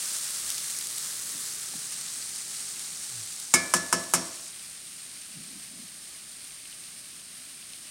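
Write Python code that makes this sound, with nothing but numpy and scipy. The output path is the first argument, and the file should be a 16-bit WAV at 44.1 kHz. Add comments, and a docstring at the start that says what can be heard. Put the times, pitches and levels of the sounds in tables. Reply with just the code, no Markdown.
"""Mushrooms frying in a pan

Sliced mushrooms sizzle as steam bubbles burst and fat spits, while the microphone drifts away along
the kitchen counter. A steel fork bumps the pan once, then knocks four times on its rim: pan and hob
clank and the fork rings. Below lie a room hum, the hob's rush, dull rumbles and a faint sinking tone."""
import sys
import numpy as np
from scipy import signal
from scipy.fft import rfft, irfft
from scipy.io import wavfile

SR = 44100
rng = np.random.default_rng(int(sys.argv[2]) if len(sys.argv) > 2 else 0)


def master(y):
    """Save y as 16-bit WAV."""
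    cut = np.clip(np.atleast_2d(y).T, -1, 1)
    pcm = np.round(cut * 32767)  # scale
    wavfile.write(sys.argv[1], SR, pcm.astype(np.int16))


N = 348390
TIME = np.arange(N) / SR

# Levels in the tables are relative. A t60 is the time a sound takes to fade by 60 dB.
# how loud the sizzle is over time: t/s, level/dB
SIZZLE_LEVELS = [(0.0, -32.5), (0.61, -33.5), (0.77, -34.5), (1.8, -36), (2.27, -35.5), (4.03, -38.5),
                 (4.86, -41.5), (5.96, -42.5), (7.9, -43)]
# tone colour of the early, middle and late sizzle (the late one dips at 6-8 kHz): f/Hz, level/dB
EARLY_COLOUR = [(300, -32.5), (620, -14.5), (740, -27.5), (830, -16), (950, -18), (1120, -11.5),
                (1900, -10), (2500, -14), (4300, -6), (7000, -3), (8700, 0.5), (10000, -2.5), (12000, -10),
                (15000, -15)]
MIDDLE_COLOUR = [(300, -29), (600, -27), (830, -13), (930, -22), (1170, -14), (2500, -12.5), (3500, -11),
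                 (4200, -6.5), (7400, -4), (8300, 0.5), (9400, -0.5), (10400, -9.5), (12500, -18.5),
                 (15000, -24)]
LATE_COLOUR = [(400, -19.5), (620, -17.5), (930, -22.5), (1100, -13), (1400, -13), (1650, -10), (5200, -6),
               (6000, -11.5), (7900, -12), (8150, 0.5), (9200, 0), (10200, -7), (12500, -15.5),
               (15000, -20.5)]
# shifts between those colours: start t/s, length/s, step (on a scale of 0 early, 1 middle, 2 late)
SIZZLE_COLOUR_CHANGES = [(0.099, 2, -0.24), (1.396, 0.53, 0.66), (4.46, .07, 0.83), (5.0, 3.3, 0.14)]
# tone colour of the room hum and of the hob's rush: f/Hz, level/dB
HUM_COLOUR = [(25, -14), (48, -6), (87, -8), (170, 0.5), (240, -2.5), (400, -9), (500, -16.5), (620, -8.5),
              (900, -18.5), (2000, -45)]
RUSH_COLOUR = [(35, -47), (60, -17), (118, -4.5), (165, 0.5), (230, -9), (400, -4.5), (550, -14),
               (900, -22), (1500, -28)]
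# single spits of fat: t/s, peak level/dB, f/Hz
FAT_SPITS = [(0.1837, -17, 7580), (0.502, -8, 7550), (0.5804, -13.5, 6650), (0.7866, -12.5, 7900),
             (0.8106, -17, 6620), (0.8697, -14, 7590), (0.9817, -12, 7300), (1.292, -17, 7030),
             (2.7935, -18, 6600), (3.3992, -16.5, 7190), (6.5197, -28, 5470), (6.6542, -32, 3340),
             (6.7254, -33, 3630), (6.8372, -35, 3760), (7.625, -33, 3060), (7.7335, -27, 3880)]
# soft, dull rumbles: middle t/s, level/dB, half-length/s, f/Hz
DULL_RUMBLES = [(0.466, -60, 0.066, 80), (1.363, -55, 0.064, 233), (1.755, -49, 0.043, 200),
                (5.391, -48.5, 0.1, 179), (5.544, -52.5, .11, 226), (5.778, -51, 0.12, 206)]
# fork knocks: t/s, blow/dB, treble/dB, bounce delay/s, bounce/dB, handle/dB, neck/dB, tines/dB
RIM_KNOCKS = [(3.5388, -3.5, 9, 0.0017, -5, -4.5, -1, -5), (3.738, -6, 8.5, 0.028, -12, -6.5, -25, -4.5),
              (3.9271, -5.5, 4.5, 0.0038, -8, -9, -23, -3.5), (4.137, -5.5, 8, 0.011, -7, -18, -20, -3)]
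# tone colour of the clank, the many crowded, short tones of pan and hob: f/Hz, level/dB
CLANK_COLOUR = [(50, -46), (150, 0.5), (300, -6), (750, -2.5), (1050, 0.5), (1400, -1.5), (1750, -1.5),
                (1900, -11), (2400, -7.5), (3500, -14.5), (4400, -16), (5400, -5.5), (9000, -3.5),
                (12000, -17.5), (15800, -29)]
# single tones at which pan and hob ring: f/Hz, level/dB, t60/s
PAN_TONES = [(92, -45, .5), (174, -28, .29), (197, -34, .35), (254, -34, .35), (263, -36, .35),
             (342, -32, .28), (359, -27, .2), (487, -38, .26), (512, -40, .28), (620, -42, .35),
             (672, -36, .5), (1020, -15, .035), (1150, -21, .04), (1303, -30, .23), (2024, -47, .4),
             (2587, -33, .13), (2950, -32, .07), (4043, -45, .35), (6306, -33, .14), (6464, -37, .28),
             (7348, -35, .24), (8787, -31, .18), (8978, -35, .24), (9750, -28, .06)]
# tones at which the fork rings: f/Hz, level/dB, t60/s, part (0 handle, 1 neck, 2 tines)
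FORK_TONES = [(1724, -26.5, .5, 0), (2184, -26, .26, 1), (2225, -20, .06, 1), (2338, -35, .55, 1),
              (5060, -31, .22, 1), (5370, -30, .08, 2), (5480, -37, .4, 2), (5605, -39, .5, 2)]
# tone colour of the kitchen's echo: f/Hz, level/dB
ECHO_COLOUR = [(50, -31), (90, -22), (125, -11), (180, -10), (350, -2.5), (430, -10), (650, -4.5),
               (800, -11), (1100, -5.5), (1500, -10.5), (2500, -17), (5500, -12), (8700, -15), (15800, -52)]
# how long that echo lasts: f/Hz, t60/s
ECHO_FADES = [(100, 0.63), (400, 0.79), (1500, 0.72), (5000, 0.15), (12000, 0.8)]


def from_db(db):
    """Turns decibels into a factor to multiply by."""
    return 10 ** (np.asarray(db) / 20)


def rms_one(x):
    """Scales a sound so that its average strength (RMS) is 1."""
    return x / np.sqrt(np.mean(x ** 2) + 1e-20)


def at_hz(points, hz):
    """Reads a table between its frequencies, with octaves evenly spaced."""
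    f, value = np.transpose(points)
    return np.interp(np.log(np.maximum(hz, 1)), np.log(f), value)


def add(out, start_s, sound):
    """Mixes a sound in at the given time."""
    i = max(round(start_s * SR), 0)
    out[i:i + len(sound)] += sound[:N - i]


def coloured(x, colour, size=8192):
    """Gives a sound a tone colour, using a filter that keeps the power of white noise."""
    gains = from_db(at_hz(colour, np.arange(size // 2 + 1) * SR / size))
    cepstrum = irfft(np.log(gains))
    # minimum phase: the filter never rings before the sound arrives
    cepstrum[1:size // 2] *= 2
    cepstrum[size // 2 + 1:] = 0
    response = irfft(np.exp(rfft(cepstrum)))
    return signal.fftconvolve(x, response / np.linalg.norm(response))[:len(x)]


def band(x, hz, octaves):
    """Keeps only a band of pitches around hz."""
    edges = np.clip([hz / 2 ** (octaves / 2), hz * 2 ** (octaves / 2)], 10, .48 * SR)
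    return signal.sosfilt(signal.butter(2, edges, "band", fs=SR, output="sos"), x)


def drift(per_s):
    """A curve that wanders to a new random value per_s times a second."""
    times = np.arange(0, N / SR + 1, 1 / per_s)
    return rms_one(np.interp(TIME, times, rng.standard_normal(len(times))))


def fade(t, t60):
    """Falls 60 dB in t60 seconds; silent before t = 0."""
    return (t >= 0) * np.exp(-np.log(1000) * np.maximum(t, 0) / t60)


def bubble_bursts(per_s, spread_db, clump_db, size_cap):
    """Steam bubbles burst at random, in clumps: many tiny, a few large."""
    bursting = rng.random(N) < per_s * from_db(clump_db * drift(25)) / SR
    sizes = from_db(spread_db * np.minimum(rng.exponential(1, N), size_cap))
    return rms_one(bursting * sizes * rng.choice([-1, 1], N))


def colour_blend(start=0.26):
    """The sizzle's tone colour shifts, slowly or abruptly."""
    shifts = (step * np.clip((TIME - s) / length, 0, 1) for s, length, step in SIZZLE_COLOUR_CHANGES)
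    return start + sum(shifts)


def sizzle(gain_db=-1.5):
    """Bubbles crackle over a fine hiss; later on the crackle is softer."""
    blend = colour_blend()
    crackle = bubble_bursts(per_s=4000, spread_db=3, clump_db=2.5, size_cap=4.6)
    pings = 0
    for hz in np.geomspace(2200, 11000, num=9):  # larger bubbles ring briefly at their own pitch
        pops = bubble_bursts(per_s=200, spread_db=4, clump_db=4.5, size_cap=4.54)
        pings += band(pops, hz, octaves=0.39) / np.sqrt(hz)
    hiss = rng.standard_normal(N) * from_db(.5 * drift(11))
    bubbles = from_db(0.5) * crackle + from_db(-8) * rms_one(pings)
    source = rms_one(from_db(-1) * hiss + from_db(-2.5 * blend) * bubbles)
    out = 0
    for k, (colour, db) in enumerate([(EARLY_COLOUR, 1), (MIDDLE_COLOUR, 1.2), (LATE_COLOUR, 2)]):
        share = np.maximum(1 - abs(blend - k), 0)
        out += share * from_db(db) * coloured(source, colour)
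    level_db = np.interp(TIME, *np.transpose(SIZZLE_LEVELS))
    return out * from_db(gain_db + level_db)


def room_hum(db=-62):
    """The room hums with a steady, low noise."""
    return from_db(db) * coloured(rng.standard_normal(N), HUM_COLOUR)


def hob_rush(db=-62.5, pass_s=1.5, rise_db=3, half_width_s=0.61, gone_s=4.1):
    """The hob's low rush swells as the microphone passes over it and fades as it leaves."""
    swell = from_db(rise_db / (1 + ((TIME - pass_s) / half_width_s) ** 2))
    leaving = np.clip(gone_s - TIME, 0, 1)
    return leaving * swell * from_db(db) * coloured(rng.standard_normal(N), RUSH_COLOUR)


def fat_spits(gain_db=-0.5, ring_db=-14, room_db=-38, room_t60=0.061, top_hz=12000, delay_s=0.00127):
    """A drop of fat snaps and fizzes, with a trace of room echo."""
    out, t = np.zeros(N), TIME[:SR // 10]
    for s, db, hz in FAT_SPITS:
        t60 = 0.0034 * (7000 / hz) ** 1.7  # lower spits ring longer
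        octaves = min(1.8, 38 / (hz * t60))  # a longer ring has a clearer pitch
        fizz_shape = from_db(ring_db) * fade(t, t60) + from_db(room_db) * fade(t, room_t60)
        fizz = rng.standard_normal(len(t)) * fizz_shape
        snap = band(signal.unit_impulse(len(t)) + fizz, hz, octaves)
        snap = signal.sosfilt(signal.butter(3, top_hz, fs=SR, output="sos"), snap)
        add(out, s + delay_s, from_db(db + gain_db) * snap / abs(snap).max())
    return out


def rumbles():
    """Low, dull noise swells briefly and dies away."""
    out = np.zeros(N)
    for middle_s, db, half_s, hz in DULL_RUMBLES:
        swell = np.hanning(round(2 * half_s * SR))
        noise = band(rng.standard_normal(SR), hz, octaves=0.62)[-len(swell):]
        strength = from_db(db) * np.sqrt(np.mean(swell ** 2))
        add(out, middle_s - half_s, strength * rms_one(noise * swell))
    return out


def fork_bump(start_s=1.737, peak_db=-40, hz=650, t60=.02):
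    """The stirring fork bumps the pan once; the mushrooms muffle the knock."""
    out, t = np.zeros(N), TIME[:SR // 10]
    knock = band(rng.standard_normal(len(t)) * fade(t, t60), hz, octaves=1.4)
    add(out, start_s, from_db(peak_db) * knock / abs(knock).max())
    return out


def sinking_tone(start_s=3.07, peak_db=-47.5, length_s=.22, hz=136, sink_hz_per_s=200):
    """A faint, low tone swells and fades as its pitch sinks."""
    out, t = np.zeros(N), TIME[:round(length_s * SR)]
    tone = np.sin(2 * np.pi * (hz - sink_hz_per_s * t / 2) * t)
    add(out, start_s, from_db(peak_db) * np.hanning(len(t)) * tone)
    return out


def blow(t):
    """The outline of one hit: a sharp crack and a longer clank, both fading."""
    return from_db(-13) * fade(t, t60=0.003) + from_db(-15) * fade(t, t60=0.083)


def clank(t, treble_db, delay_s, bounce_db, contact_db=13.5, echo_db=-28):
    """One solid hit and its bounce shake pan and hob, and the kitchen echoes."""
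    contact = from_db(contact_db) * band(signal.unit_impulse(len(t)), hz=1100, octaves=0.9)
    chatter = rng.choice([-1, 1], len(t)) * np.hypot(blow(t), from_db(bounce_db) * blow(t - delay_s))
    echo = sum(band(rng.standard_normal(len(t)), hz, octaves=1) * fade(t, at_hz(ECHO_FADES, hz))
               for hz in 55 * 2. ** np.arange(9))
    echo *= 1 - fade(t, t60=0.035)  # the echo takes a moment to build up
    body = coloured(contact + chatter, CLANK_COLOUR) + from_db(echo_db) * coloured(echo, ECHO_COLOUR)
    treble = signal.sosfilt(signal.butter(1, 4000, "high", fs=SR, output="sos"), body)
    return body + (from_db(treble_db) - 1) * treble  # a harder contact is brighter


def ring(t, hz, t60):
    """One tone of struck metal builds up over about two cycles, then fades."""
    build_up = 1 - np.exp(-hz * t / 2)
    return rng.choice([-1, 1]) * np.sin(2 * np.pi * hz * t) * fade(t, t60) * build_up


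def fork_knocks(pan_db=1.5, fork_db=6, thud_db=-11, thud_growth=4.7):
    """The fork hits the rim: pan and hob clank, then they and the fork ring on."""
    out, t = np.zeros(N), TIME[:SR]
    for s, blow_db, treble_db, delay_s, bounce_db, *part_db in RIM_KNOCKS:
        body = clank(t, treble_db, delay_s, bounce_db)
        pan = sum(from_db(pan_db + db + rng.normal()) * ring(t, hz, t60) for hz, db, t60 in PAN_TONES)
        # where the fork is struck decides which of its parts ring
        fork = sum(from_db(fork_db + db + part_db[round(part)]) * ring(t, hz, t60)
                   for hz, db, t60, part in FORK_TONES)
        # a heavy blow also thuds through the stove
        thud = from_db(thud_db + thud_growth * blow_db) * ring(t, hz=62, t60=.08)
        add(out, s, from_db(blow_db) * body + from_db(blow_db / 2) * pan + fork + thud)
    return out


def scene():
    """All the sounds reach one microphone, which feeds both channels."""
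    cooking = sizzle() + fat_spits() + fork_knocks() + fork_bump()
    background = rumbles() + sinking_tone() + room_hum() + hob_rush()
    return np.tile(cooking + background, (2, 1))


def record(dry, bass_hz=38, top_hz=15900, ceiling=1.3):
    """Cuts the deep bass, rounds off loud peaks and cuts the highest treble."""
    x = signal.sosfilt(signal.butter(8, bass_hz, "high", fs=SR, output="sos"), dry)
    x = ceiling * np.tanh(x / ceiling)
    return signal.sosfilt(signal.ellip(10, .1, 70, top_hz, fs=SR, output="sos"), x)


dry = scene()
out = record(dry)
master(out)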